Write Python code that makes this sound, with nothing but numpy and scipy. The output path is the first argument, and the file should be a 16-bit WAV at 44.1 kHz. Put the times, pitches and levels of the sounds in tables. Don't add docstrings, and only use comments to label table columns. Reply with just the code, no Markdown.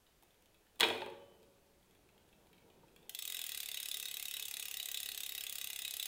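import sys
import numpy as np
from scipy import signal
from scipy.fft import rfft, irfft
from scipy.io import wavfile
from scipy.ndimage import uniform_filter1d

SR = 44100
rng = np.random.default_rng(int(sys.argv[2]) if len(sys.argv) > 2 else 0)


def dump(signal):
    limited = np.clip(np.atleast_2d(signal).T, -1, 1)
    pcm = np.round(limited * 32767).astype(np.int16)
    wavfile.write(sys.argv[1], SR, pcm)


def elevation(decibels):
    levels = np.asarray(decibels, float)
    return 10 ** (levels / 20)


N = 267687
KNOCK_SAMPLES = 4096

# pitch_hz, density_db_per_hz
AIR_SPECTRUM = [(12, -27.5), (20, 6), (181, -13.5), (220, -11.5), (566, -11.5), (651, -14.5), (935, -16),
                (1780, -18.5), (3190, -19.5), (5120, -23), (15600, -25)]
# pitch_hz, t60_s
ROOM_DECAY = [(100, 0.88), (300, 0.97), (700, 0.63), (1800, 0.62), (4800, 0.54), (12800, 0.5)]
# pitch_hz, density_db_per_hz
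RUMBLE_SPECTRUM = [(47, -28.5), (80, -0.5), (150, -13.5), (182, 7.5), (244, -7), (394, 0), (668, -8.5),
                   (953, -8.5), (1060, -23.5), (1500, -19.5), (1950, -36.5), (3300, -120)]
# time_s, level_db
CRANK_EFFORT = [(0., -95), (.2, -78), (.26, -77), (.75, -78), (1.35, -69), (1.7, -75), (2.1, -71),
                (2.37, -72), (2.42, -68.5), (3.08, -69), (3.2, -72)]
# start_s, level_db
PEDAL_BUMPS = [(.085, -67), (.222, -57.5), (.76, -62), (2.16, -59), (2.4, -61.5), (2.83, -54)]
# pitch_hz, width_hz, level_db
FRAME_MODES = [(99, 10, -15), (203, 42, -26), (291.1, 91, -9), (354.7, 26, 5.5), (450, 180, -0.5),
               (560, 92, -2.5), (697, 140, -6), (790, 220, 0), (907, 80, 0), (1164, 140, -9.5)]
# pitch_hz, width_hz, level_db
SPROCKET_MODES = [(1228, 470, -9.5), (1570, 250, -7), (1870, 580, -4.5), (2277, 150, -1), (2577, 360, 2),
                  (3040, 400, -5.5), (3360, 130, 2), (3360, 1000, -1), (3730, 320, -4), (4180, 195, -5.5),
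                  (5110, 240, -14)]
# start_s, ring_peak_db, pitch_hz, crack_db
LINK_TICKS = [(0.0662, -61.5, 3030, -76), (0.2249, -64, 2640, -65), (0.2338, -67, 2160, -62.5),
              (0.3062, -64.5, 2590, -75), (0.3434, -66, 2620, -75), (0.423, -71, 3110, -69),
              (0.458, -63, 3680, -66), (0.5444, -64, 2640, -70), (0.667, -66.5, 2640, -72),
              (0.7582, -66, 3550, -67), (1.4294, -65.5, 2608, -68), (1.828, -65.5, 3280, -74.5),
              (1.9095, -63.5, 2190, -72), (1.9496, -64, 2524, -71), (2.0892, -62, 2600, -76.5),
              (2.1784, -60, 3290, -72.5), (2.289, -68, 3460, -73), (2.3274, -61, 2600, -73),
              (2.4697, -67, 3010, -70), (2.5299, -59, 3240, -66), (2.5784, -62, 3100, -75),
              (2.701, -60.5, 3040, -76), (2.8818, -63, 2520, -71), (2.9622, -54.5, 3280, -59),
              (3.0285, -61.5, 3560, -73)]
# start_s, ring_peak_db, crack_db, thud_db
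SHIFT_KNOCKS = [(.7930, -52.5, -54, -50), (0.7991, -37.5, -34, -37.5), (0.8052, -32, -34, -47.5),
                (0.8067, -21, -26.5, -32.5), (.8160, -28, -49, -33), (0.83, -22, -44, -29),
                (0.8361, -25, -43, -34), (0.8414, -28, -54.5, -36), (0.848, -34, -54.5, -31),
                (0.8858, -45, -42.5, -38), (0.902, -32.5, -54.5, -35), (.9480, -51, -56, -41),
                (1.018, -41.5, -62, -36), (1.061, -48.5, -57, -40.5), (1.1000, -64, -63, -53)]
# pitch_hz, density_db_per_hz
CHAIN_CRACK = [(2650, -24), (4500, -11), (5310, -18.5), (5960, -11.5), (6890, -9.5), (9420, -3.5),
               (10300, -7), (15600, -10.5)]
# pitch_hz, level_db, t60_s
SPOKE_RINGS = [(100.2, -58, 0.9), (188.4, -74.5, 2.5), (248, -54, 0.88), (294, -58.5, 0.41),
               (365.6, -44.5, 0.77), (363, -53, 0.72), (443.5, -51.5, 1.3), (472, -54.5, 1.2),
               (549, -54.5, 1.4), (560, -51.5, 1.6), (580, -57.5, 1.4), (820, -53.5, 0.91),
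               (870, -64, 0.83), (1140, -63, 1.4)]
# pitch_hz, level_db, t60_s
DISC_RINGS = [(3030, -59.5, 1.3), (3040, -69, 1.1), (3371, -54.5, .5), (4193, -52.5, 0.33),
              (4260, -50.5, .4)]
# ring_db, crack_db, thud_db
SHAKE_START = (-37, -45.5, -39)
# ring_db_per_s, crack_db_per_s, thud_db_per_s
SHAKE_SLOPE = (-130., -94, -110.)
# pitch_hz, width_hz, level_db
HUB_MODES = [(1180, 210, -28), (1600, 120, -12), (2035, 200, -8), (2598, 128, -2.5), (2892, 570, -4.5),
             (3422, 545, -4), (3494, 666, -3.5), (3780, 190, 2.5), (4165, 390, -9), (4670, 990, -25.5),
             (5020, 33, -7.5), (5385, 63, -6)]
# pitch_hz, width_hz, level_db
PAWL_MODES = [(12100, 780, -13), (6400, 70, -1), (7100, 120, -14), (7800, 70, -2), (8650, 900, -13),
              (11650, 340, -6.5), (13800, 300, -7), (14800, 360, 1.5)]
# pitch_hz, density_db_per_hz
PAWL_CRACK_SPECTRUM = [(2650, -24), (4500, -5), (4840, -7.5), (5840, -8), (6720, -4), (11300, -3.5),
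                       (12300, -7), (14200, -1), (15600, -8.5)]
# pitch_hz, width_hz, level_db
RIM_MODES = [(416, 27, -4), (439, 12, 6.5), (714, 101, 3), (803, 146, -3.5), (1212, 146, -0.5)]
# time_s, rate_teeth_per_s
RATCHET_SLIP = [
    (3.094, 14.879),
    (3.2216, 31.503),
    (3.2823, 43.556),
    (3.3974, 42.979),
    (3.4157, 41.066),
    (3.5351, 35.63),
    (6.07, 33.717),
]
# tooth_index, ring_db, crack_db
TOOTH_WEAR = [(0, -2.9, -2.3), (4, -2.1, .7), (6, -1.6, -1.), (11, 1.7, -.8), (13, -3.2, 0.), (14, -2., .1),
              (15, 2.2, -.3), (19, -2., -.3), (20, -2.2, -1.9), (24, 3.5, -.3), (25, 2.5, -.3),
              (26, -2., 1.1), (28, -2.2, 1.6), (29, 6., .4), (30, 3.1, 1.7), (31, -2.3, .9), (34, 1.9, .5),
              (35, .8, -2.2)]

RATCHET_TEETH = 36
SHELL_HZ, SHELL_WIDTH_HZ = 3760, 450
RING_DB, CRACK_DB, RIM_DB = -40.5, -37.5, -66


def evened(x):
    return x / np.sqrt(np.mean(x ** 2) + 1e-20)


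def read(points, hz):
    f, value = np.transpose(points)
    return np.interp(np.log(hz + 1), np.log(f + 1), value)


def knock_hz():
    return np.fft.rfftfreq(KNOCK_SAMPLES, 1 / SR)


def flat(points):
    return elevation(read(points, knock_hz()))


def modes(table, count, scatter_db, drift=0.026):
    hz = knock_hz()
    size, turn, shift = rng.standard_normal((count, len(table), 3)).T[..., None]
    out = 0
    for k, (pitch_hz, width_hz, db) in enumerate(table):
        offset = (hz - pitch_hz * (1 + drift * shift[k])) / width_hz
        resonance = (1 + 2j * offset) ** -2
        out = out + elevation(db + scatter_db * size[k]) * np.exp(0.8j * turn[k]) * resonance
    bass_cut_hz = 85
    return out * (1j * hz / (bass_cut_hz + 1j * hz)) ** 3


def knocks(times_s, peak_db, response, rise_ms, fall_ms, lumpy_db, snap=0.6):
    ms = np.arange(KNOCK_SAMPLES) * 1000 / SR
    grain, lumps = rng.standard_normal((len(times_s), KNOCK_SAMPLES, 2)).transpose(2, 0, 1)
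    lumps = evened(uniform_filter1d(lumps, size=24))
    envelope = (1 - np.exp(-ms / rise_ms)) * np.exp(-ms / fall_ms)
    burst = grain * elevation(lumpy_db * lumps) * envelope
    burst[:, round(rise_ms * SR / 1000)] += snap * np.linalg.norm(burst, axis=1)
    sound = irfft(rfft(burst) * response) * np.cos(np.pi / 2 * ms / ms[-1])
    peak = np.sqrt(uniform_filter1d(sound ** 2, size=88).max(1))
    sound = sound * (elevation(peak_db) / peak)[:, None]
    out = np.zeros(N + KNOCK_SAMPLES)
    for s, part in zip(times_s, sound):
        out[round(s * SR):][:KNOCK_SAMPLES] += part
    return out[:N]


def noise(points, patchy_db):
    a, b, patches = rng.standard_normal((N // 256 + 5, 513, 3)).T
    patches = uniform_filter1d(patches, size=5, axis=0)
    patches = evened(uniform_filter1d(patches, size=12, axis=1))
    colour_db = read(points, np.fft.rfftfreq(1024, 1 / SR))[:, None]
    z = (a + 1j * b) * elevation(colour_db + patchy_db * patches)
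    return evened(signal.istft(z, nperseg=1024, noverlap=768)[1][:N])


def air():
    return elevation(-71.5) * noise(AIR_SPECTRUM, 0.6)


def room(x):
    taps = np.zeros((3, SR))
    at = np.arange(200, SR - 20, 20) + rng.integers(0, 20, (3, (SR - 201) // 20))
    np.put_along_axis(taps, at, rng.choice([-1., 1.], at.shape), 1)
    hz, t, z = signal.stft(taps, SR, nperseg=256)
    dull_db = -6 * hz / 10000
    decay_db = dull_db[:, None] - 60 * t / read(ROOM_DECAY, hz)[:, None]
    tail = signal.istft(z * elevation(decay_db), SR, nperseg=256)[1]
    tail = tail / np.linalg.norm(tail[0])
    phase = 3.4 * np.arange(N) / SR + np.arange(3)[:, None] / 3
    share = np.cos(np.pi * phase) * np.sqrt(2 / 3)
    return signal.fftconvolve(x * share, tail, axes=1)[:, :N].sum(0)


def chain():
    s, effort_db = np.transpose(CRANK_EFFORT)
    t = np.arange(N) / SR
    effort_db = np.interp(t, s, effort_db)
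    contacts_per_s = 400
    contacts = rng.standard_normal(N) * (rng.random(N) < contacts_per_s / SR)
    ring = irfft(modes(SPROCKET_MODES, 1, 0)[0])
    rattle = evened(signal.oaconvolve(contacts, ring)[:N])
    rattle_db = -92 + 1.3 * (effort_db + 71)
    rumble = elevation(effort_db) * noise(RUMBLE_SPECTRUM, 2.0)
    running = np.clip((s[-1] - t) / 0.086, 0, 1)
    bump_s, bump_db = np.transpose(PEDAL_BUMPS)
    bumps = knocks(bump_s, bump_db - 8.0, modes(FRAME_MODES, len(bump_s), 3.4), 1.9, 6.5, 2.5)
    return bumps + running * (rumble + elevation(rattle_db) * rattle)


def ticks():
    s, ring_db, pitch_hz, crack_db = np.transpose(LINK_TICKS)
    link = (1 + 2j * (knock_hz() - pitch_hz[:, None]) / 200) ** -2
    response = link + elevation(-5.5) * modes(SPROCKET_MODES, len(s), 3.0, 0.03)
    ring = knocks(s, ring_db - 5.0, response, 0.58, 4.7, 3.0, snap=1.1)
    crack = knocks(s, crack_db + 2.5, flat(PAWL_CRACK_SPECTRUM), 0.54, 1.1, 3.0)
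    return ring + crack


def shake(count=80):
    start_s, length_s, swell_s = 0.835, 0.465, 0.04
    place, size, sharp = rng.random((count, 3)).T
    age_s = length_s * (np.arange(count) + place) / count
    s = start_s + age_s
    ring_db, crack_db, thud_db = (db + slope * age_s for db, slope in zip(SHAKE_START, SHAKE_SLOPE))
    thud_db = thud_db + 20 * np.log10(np.clip(age_s / swell_s, 0.1, 1))
    ring = knocks(s, ring_db - 11.0 * size, modes(SPROCKET_MODES, count, 4.0, 0.057), 0.4, 0.88, 3.3)
    crack = knocks(s, crack_db - 11.0 * sharp, flat(CHAIN_CRACK), 0.35, 1.4, 3.0)
    thud = knocks(s, thud_db - 14.0 * size, modes(FRAME_MODES, count, 2.5, 0.033), 4.4, 1.3, 3.4)
    return ring + crack + thud


def sing(start_s):
    rings = SPOKE_RINGS + DISC_RINGS
    t = np.maximum(np.arange(N) / SR - start_s, 0)
    waver = rng.standard_normal((len(rings), N // 441 + 1))
    waver_db = 2.0 * evened(uniform_filter1d(waver, size=6))
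    steps = np.arange(waver_db.shape[1]) * 441
    out = np.zeros(N)
    for (hz, db, t60_s), w in zip(rings, waver_db):
        level_db = db - 60 * t / t60_s + np.interp(np.arange(N), steps, w)
        out += elevation(level_db) * np.sin(2 * np.pi * hz * t)
    return out * (1 - np.exp(-t / 0.028))


def gear_change():
    s, ring_db, crack_db, thud_db = np.transpose(SHIFT_KNOCKS)
    ring = knocks(s, ring_db, modes(SPROCKET_MODES, len(s), 2.0, 0.008), 0.4, 3.0, 2.0, snap=1.5)
    crack = knocks(s, crack_db - 2, flat(CHAIN_CRACK), 0.5, 3.1, 2.5, snap=0.43)
    thud = knocks(s, thud_db - 3.5, modes(FRAME_MODES, len(s), 4.3, 0.028), 1.36, 6.6, 1.92)
    return ring + crack + thud + sing(s[5]) + shake()


def ratchet():
    s, rate = np.transpose(RATCHET_SLIP)
    t = np.arange(s[0], s[-1], 1 / SR)
    passed = np.cumsum(np.interp(t, s, rate)) / SR
    n = np.arange(int(passed[-1]) + 1)
    tooth = n % RATCHET_TEETH
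    luck = rng.standard_normal((len(n), 3))
    off_centre_ms, three_sided_ms, lead_ms, jitter_ms = 0.48, 0.23, 0.5, 0.15
    turn = 2 * np.pi / RATCHET_TEETH
    late_ms = off_centre_ms * np.cos(turn * (n - 32.2))
    late_ms = late_ms + three_sided_ms * np.cos(turn * (n - 2.52) * 3)
    late_ms = late_ms + jitter_ms * luck[:, 0] - lead_ms
    wear_db = np.zeros((RATCHET_TEETH, 2))
    for worn_tooth, *db in TOOTH_WEAR:
        wear_db[worn_tooth] = db
    more_db = wear_db[tooth] + 0.5 * luck[:, 1:]
    return np.interp(n, passed, t) + late_ms / 1000, tooth, more_db.T


def freehub():
    s, tooth, (ring_db, crack_db) = ratchet()
    shell = np.exp(-((knock_hz() - SHELL_HZ) / SHELL_WIDTH_HZ) ** 2)
    hub = modes(HUB_MODES, RATCHET_TEETH, 1.8, 0.012)[tooth] * elevation(ring_db[:, None] * shell)
    ring = knocks(s, RING_DB + ring_db, hub, 0.35, 3.6, 0.45, snap=1.22)
    pawl = flat(PAWL_CRACK_SPECTRUM) + elevation(1.0) * modes(PAWL_MODES, RATCHET_TEETH, 0.84)[tooth]
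    crack = knocks(s, CRACK_DB + crack_db, pawl, 0.7, 3.3, 1.2, snap=0.24)
    rim_db = np.full(len(s), RIM_DB)
    rim = knocks(s, rim_db, modes(RIM_MODES, len(s), 0.84), 0.75, 1.44, 1.5, snap=1.2)
    return ring + crack + rim


def scene():
    links, clack, hub = ticks(), gear_change(), freehub()
    wet = room(elevation(-7.5) * hub + elevation(-9.0) * clack + elevation(-5.0) * links)
    return (air() + chain() + links + clack + hub + wet)[None]


def low_pass(x):
    return signal.sosfilt(signal.butter(12, 16650, fs=SR, output="sos"), x)


def record(dry):
    edge_hz, top_hz, leak_db = 15850, 16600, -36
    low, top = (signal.firwin(801, hz, window=("kaiser", 9), fs=SR) for hz in (edge_hz, top_hz))
    band = low + elevation(leak_db) * (top - low)
    mix = signal.oaconvolve(dry, band[None], "same")
    return low_pass(mix)


dry = scene()
out = record(dry)
dump(out)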